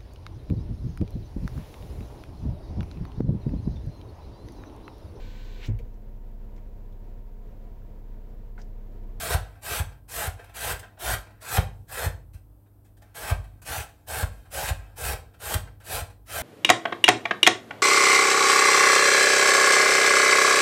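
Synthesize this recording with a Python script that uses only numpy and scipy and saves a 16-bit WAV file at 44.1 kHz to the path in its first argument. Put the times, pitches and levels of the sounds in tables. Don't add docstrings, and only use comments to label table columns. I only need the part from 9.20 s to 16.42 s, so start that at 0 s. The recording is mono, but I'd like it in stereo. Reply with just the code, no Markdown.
import sys
import numpy as np
from scipy import signal
from scipy.fft import rfft, irfft, next_fast_len
from scipy.io import wavfile

SR = 44100
rng = np.random.default_rng(int(sys.argv[2]) if len(sys.argv) > 2 else 0)


def unload_audio(sound):
    columns = np.transpose(np.atleast_2d(sound))
    steps = np.round(np.clip(columns, -1, 1) * 32767)
    wavfile.write(sys.argv[1], SR, steps.astype(np.int16))


N = 318402

# t/s, length/s, bite time/s, crunch/dB, rasp/dB, swell top to foot/dB, mid-stroke arch/dB
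DOWNSTROKES = [(-.024, 0.17, 0.042, -33, -32.5, 2.1, -2.5), (.407, 0.19, 0.041, -33, -34, 13.5, 6.5),
               (0.875, .2, 0.022, -32.5, -34, 13.5, 10.5), (1.333, 0.19, 0.027, -34, -34.5, 13, 3.5),
               (1.782, .158, 0.029, -32, -32, 14, 5), (2.198, 0.17, 0.031, -38.5, -38, 24.5, 0.5),
               (2.664, .197, 0.06, -36.5, -36.5, 16.5, 4.6), (3.939, 0.17, 0.027, -40.5, -37, 6.3, -3),
               (4.439, 0.19, 0.033, -33, -33, 4.5, 11), (4.86, .168, 0.044, -34, -35, 3.5, 2),
               (5.297, 0.2, 0.079, -33, -33, -0.5, -1.6), (5.753, 0.18, 0.031, -32.5, -32.5, 12, 8.5),
               (6.182, 0.16, 0.068, -35.5, -35, 11, -2), (6.628, 0.18, 0.017, -33.3, -34, 23, 15),
               (7.045, .17, .049, -36.1, -36, 23.5, 10)]


def downstrokes(bite_exponent=1.83, rasp_swell_db=5.5, crunch_stop_db_per_s=848.5, rasp_stop_db_per_s=427):
    crunch, rasp = np.zeros(N), np.zeros(N)
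    for start, length, bite, crunch_db, rasp_db, swell_db, arch_db in DOWNSTROKES:
        t = np.arange(N) / SR - start
        grip = np.sin(np.pi / 2 * np.clip(t / bite, 0, 1)) ** bite_exponent
        travel = np.clip(t / length, 0, 1) - .5
        stopped_s = np.clip(t - length, 0, 1)
        press = grip * from_db(swell_db * travel - arch_db * (2 * travel) ** 2)
        crunch += press * from_db(crunch_db - crunch_stop_db_per_s * stopped_s)
        rasp += press * from_db(rasp_db + rasp_swell_db * travel - rasp_stop_db_per_s * stopped_s)
    return crunch, rasp


# t/s, length/s, rub/dB, wet hiss/dB
UPSTROKES = [(0.222, 0.18, -51.5, -65), (0.684, .1, -56.5, -69), (1.185, 0.3, -51, -65),
             (1.628, 0.16, -54, -77), (2.032, 0.19, -53.5, -78), (2.537, 0.22, -78, -70.5),
             (3.824, 0.21, -60, -73), (4.18, 0.22, -58.5, -67), (4.69, 0.33, -63, -69),
             (5.124, 0.21, -55, -61.5), (5.58, 0.19, -52, -63), (6.019, 0.21, -62, -76),
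             (6.442, 0.12, -57, -81), (6.87, 0.071, -60, -66)]


def upstrokes(ease_db=11.5, fade_s=0.016):
    hiss, rub = np.zeros(N), np.zeros(N)
    for start, length, rub_db, hiss_db in UPSTROKES:
        t = np.arange(N) / SR - start
        touch = np.clip(1 + np.minimum(t, length - t) / fade_s, 0, 1)
        weight = touch * from_db(ease_db * (.5 - np.clip(t / length, 0, 1)))
        hiss += weight * from_db(hiss_db)
        rub += weight * from_db(rub_db)
    return hiss, rub


# t/s, crunch/dB, tap on the sheet/dB, t60/s
SCUFFS_AND_SNAPS = [(.352, -76, -57, 0.072), (.719, -66, -51, 0.06), (1.192, -68, -44, 0.064),
                    (1.242, -56.5, -51, 0.041), (1.293, -63.5, -50, 0.051), (1.593, -38.5, -55, 0.046),
                    (1.626, -67, -41.5, 0.079), (1.772, -86, -50, 0.073), (2.069, -70, -50, 0.037),
                    (2.104, -74, -51, 0.042), (2.3725, -28, -13.5, 0.019), (3.1313, -58, -58.5, 0.17),
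                    (3.458, -84, -65.5, 0.083), (3.643, -66, -64, 0.16), (3.767, -64.5, -63, 0.094),
                    (3.819, -60, -50.5, 0.052), (4.239, -62, -53, 0.077), (4.416, -50, -51, 0.12),
                    (4.689, -61, -61, 0.052), (5.252, -74, -53, .07), (6.136, -64, -54, .1),
                    (6.3408, -19.5, -40, 0.025), (6.471, -66, -46, 0.045), (6.599, -58, -50.5, 0.14),
                    (6.899, -61, -52, .06)]
# f/Hz, density/dB
CRUNCH_SPECTRUM = [(500, -15.5), (1500, -5.5), (2600, -2), (4500, -5), (6900, -5.5), (8200, 0),
                   (9700, -3.5), (12300, -2), (13800, -5.5), (16000, -9)]


def fibres(crunch, hiss):
    tearing = from_db(-3.5) * crunch * grains(per_s=7000, spread_db=1.5)
    snaps = sum(bursts([start], [db], t60, rise_share=.04) for start, db, _, t60 in SCUFFS_AND_SNAPS)
    fizz = (from_db(-10) * hiss + snaps) * grains(per_s=14000)
    return radiate(tearing + fizz, CRUNCH_SPECTRUM, band_hz=(5000, 16000))


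# f/Hz, density/dB
RASP_SPECTRUM = [(25, -36), (45, 10.5), (90, 9), (150, -3), (250, -14), (400, -5.5), (650, -1), (1100, -6),
                 (1550, -1.5), (2100, -11.5), (2600, -18), (4500, -17), (8000, -29), (16000, -37.5)]
# f/Hz, width/Hz, lift/dB
BOX_RESONANCES = [(469.7, 31, 6.5), (629, 27, 5.5), (692, 14.2, 10), (760.3, 21, 9.5), (835, 49, 6.5),
                  (1013, 22, 5), (1058, 15, 5), (1206, 14, -3), (1325, 21, 5), (1416, 19, 0),
                  (1605, 61, 7.5), (1790, 47, 3.5), (1926, 66, 5.5), (2324, 29, 13.5), (2557, 120, 13.5),
                  (3164, 71, 11.5), (3710, 66, 8)]


def sheet(rasp, rub):
    plucks = from_db(-2.5) * rasp * grains(per_s=4000, spread_db=2)
    taps = sum(bursts([start], [db], t60, rise_share=0.066) for start, _, db, t60 in SCUFFS_AND_SNAPS)
    scraping = (from_db(-10) * rub + taps) * grains(per_s=7800)
    return radiate(plucks + scraping, RASP_SPECTRUM, band_hz=(400, 2500), resonances=BOX_RESONANCES)


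def steel_box(clicks, ring_db=-6.5, t60_s=0.029, hop=2048):
    decay = from_db(-60 * np.arange(2 * hop) / SR / t60_s)
    decay *= from_db(ring_db) / np.linalg.norm(decay)
    window = signal.windows.cosine(2 * hop)
    rings = np.zeros((2, N + 4 * hop))
    for start in range(0, N, hop):
        piece = clicks[:, start:start + 2 * hop]
        paths = decay * rng.standard_normal((2, 2 * hop))
        ring = signal.fftconvolve(piece * window[:piece.shape[1]], paths, axes=1)
        rings[:, start:start + ring.shape[1]] += ring
    return (clicks + rings[:, :N]) / np.hypot(1, from_db(ring_db))


# t/s, thud/dB, rim rattle/dB, contact/s
LANDINGS = [(0.1359, -13.5, -30, 0.006), (0.5946, -17, -34.5, 0.0029), (1.068, -20.5, -37, .0048),
            (1.523, -26.5, -35.5, 0.0069), (1.921, -44, -39.5, 0.005), (2.373, -13, -19.5, 0.0041),
            (2.857, -15.5, -32.5, 0.0034), (3.14, -30.5, -64.5, 0.0049), (4.1063, -10.5, -29, 0.006),
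            (5.021, -14.5, -27.5, 0.0078), (5.499, -15, -38, 0.0079), (5.922, -25.5, -36, 0.0074),
            (6.3434, -17, -31, 0.0036), (6.81, -25, -45, .0056)]
# f/Hz, level/dB, t60/s
BOARD_MODES = [(49.8, -13, 0.81), (52.7, -25.5, .45), (64, 1.5, 0.06), (86.2, 6, 0.12), (117.3, 2.5, 0.039),
               (130.25, -23.5, 0.69), (158, -29, .15), (226, -27.5, 0.31)]


def board(rebound_s=.07, rebound_db=-15):
    t = np.arange(SR) / SR
    pushes = np.zeros(N + 2 * SR)
    for start, thud_db, _, contact_s in LANDINGS:
        contact = np.sin(np.pi * np.minimum(t / contact_s, 1))
        for delay_s, push_db in (0, -1.5), (rebound_s, rebound_db):
            first = int((start + delay_s) * SR)
            pushes[first:first + SR] += from_db(thud_db + push_db) * contact / contact.sum()
    swing = sum((-1) ** k * from_db(db - 60 * t / t60) * np.sin(2 * np.pi * hz * t)
                for k, (hz, db, t60) in enumerate(BOARD_MODES))
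    return signal.fftconvolve(pushes[:N], swing)[:N]


# f/Hz, density/dB
RIM_SPECTRUM = [(60, 5), (130, 17.5), (210, -2), (290, -7.5), (480, 1.5), (700, 2.5), (1100, -2.5),
                (1500, -9.5), (2500, -14.5), (6000, -31), (16000, -46)]


def rim(lag_s=0.0054):
    times, _, rattle_db, _ = np.transpose(LANDINGS)
    envelope = from_db(-1) * bursts(times + lag_s, rattle_db, t60_s=0.077, rise_share=0.033)
    return radiate(envelope * grains(per_s=5000), RIM_SPECTRUM, band_hz=(400, 2500))


# f/Hz, t60/s
KITCHEN_DECAY = [(100, 0.72), (500, 0.45), (1500, 0.29), (4000, 0.31), (8000, 0.27), (16000, 0.18)]


def kitchen(sound, first_echo_s=0.0052):
    t = np.arange(int(.8 * SR)) / SR
    edges_hz = np.geomspace(40, 18000, 10)
    response = np.zeros((2, len(t)))
    for low, high in zip(edges_hz, edges_hz[1:]):
        t60_s = at_hz(KITCHEN_DECAY, np.sqrt(low * high))
        decay = from_db(-60 * t / t60_s) * (t > first_echo_s)
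        bandpass = signal.butter(2, [low, high], "band", fs=SR, output="sos")
        noise = signal.sosfilt(bandpass, rng.standard_normal((2, len(t))))
        response += noise * decay / np.linalg.norm(decay)
    return signal.fftconvolve(sound, response, axes=1)[:, :N]


# f/Hz, density/dB
AIR_SPECTRUM = [(20, -10.5), (50, 11.5), (90, -2), (150, -6), (250, -9), (430, -15), (680, -17),
                (1000, -23.5), (1500, -30.5), (2000, -38), (2500, -40), (7000, -43.5), (8200, -37.5),
                (13000, -33.5)]
# f/Hz, level/dB
HUM_TONES = [(101, -56.5), (301, -71), (11989, -81)]


def background():
    t = np.arange(N) / SR
    air = radiate(rng.standard_normal((2, N)), AIR_SPECTRUM, band_hz=(400, 2500))
    hum = sum(np.sqrt(2) * from_db(db) * np.sin(2 * np.pi * hz * t + rng.uniform(0, 2 * np.pi))
              for hz, db in HUM_TONES)
    return from_db(-70.5) * air + hum * np.array([[1], [0]])


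# f/Hz, side minus mid/dB
STEREO_WIDTH = [(60, -10), (150, -9), (330, -8.5), (500, -6.5), (770, -5), (1170, 4.5), (1800, -2),
                (4200, 1.5), (15000, 0)]


def radiate(drive, spectrum, band_hz, resonances=()):
    size = next_fast_len(N + SR // 2)
    hz = np.arange(size // 2 + 1) * SR / size
    lift = sum((from_db(db) ** 2 - 1) / (1 + (2 * (hz - f) / width) ** 2) for f, width, db in resonances)
    gain = from_db(at_hz(spectrum, hz)) * np.sqrt(np.maximum(1 + lift, 1e-3))
    gain /= np.sqrt(np.mean(gain ** 2 * (hz > band_hz[0]) * (hz < band_hz[1])))
    cepstrum = irfft(np.log(gain), size)[:size // 2]
    causal = np.exp(rfft(np.r_[cepstrum[0], 2 * cepstrum[1:]], size))
    stereo = [np.ones_like(hz), from_db(at_hz(STEREO_WIDTH, hz))]
    return irfft(rfft(drive, size) * causal * stereo, size)[:, :N]


def grains(per_s, spread_db=0):
    onsets = rng.random(N) < per_s / SR
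    sizes = from_db(spread_db * rng.standard_normal(N))
    clicks = onsets * sizes * rng.choice([-1, 1], (2, N))
    return clicks / clicks.std()


def bursts(times_s, levels_db, t60_s, rise_share):
    kicks = np.zeros(N)
    kicks[(np.asarray(times_s) * SR).astype(int)] = from_db(levels_db)
    fall = from_db(-60 / (t60_s * SR))
    rise = np.exp(-1 / (rise_share * t60_s * SR))
    return signal.lfilter([1 - rise], [1, -fall - rise, fall * rise], kicks + 1e-18)


def drift(rate_hz):
    knots = rng.standard_normal(8192)
    return np.interp(np.arange(N) / SR * rate_hz, np.arange(len(knots)), knots)


def at_hz(points, hz):
    knots_hz, values = np.transpose(points)
    return np.interp(np.log(np.maximum(hz, 1)), np.log(knots_hz), values)


def from_db(db):
    return 10 ** (np.asarray(db) / 20)


def scene():
    catching = from_db(drift(rate_hz=170))
    crunch, rasp = downstrokes()
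    hiss, rub = upstrokes()
    clicks = fibres(crunch * catching, hiss) + sheet(rasp * catching, rub)
    grating = steel_box(clicks) + rim()
    thuds = board() * np.array([[1], [-.2]])
    echoes = kitchen(from_db(-8) * grating + from_db([[-14], [-3]]) * thuds)
    mid, side = grating + thuds + echoes + background()
    return np.array([mid + side, mid - side]) * from_db([[.25], [-.25]])


def record(dry, low_cut_hz=34, high_cut_hz=15800):
    highpass = signal.butter(4, low_cut_hz, "high", fs=SR, output="sos")
    lowpass = signal.ellip(12, .1, 90, high_cut_hz, fs=SR, output="sos")
    return signal.sosfilt(lowpass, signal.sosfilt(highpass, dry))


dry = scene()
out = record(dry)
unload_audio(out)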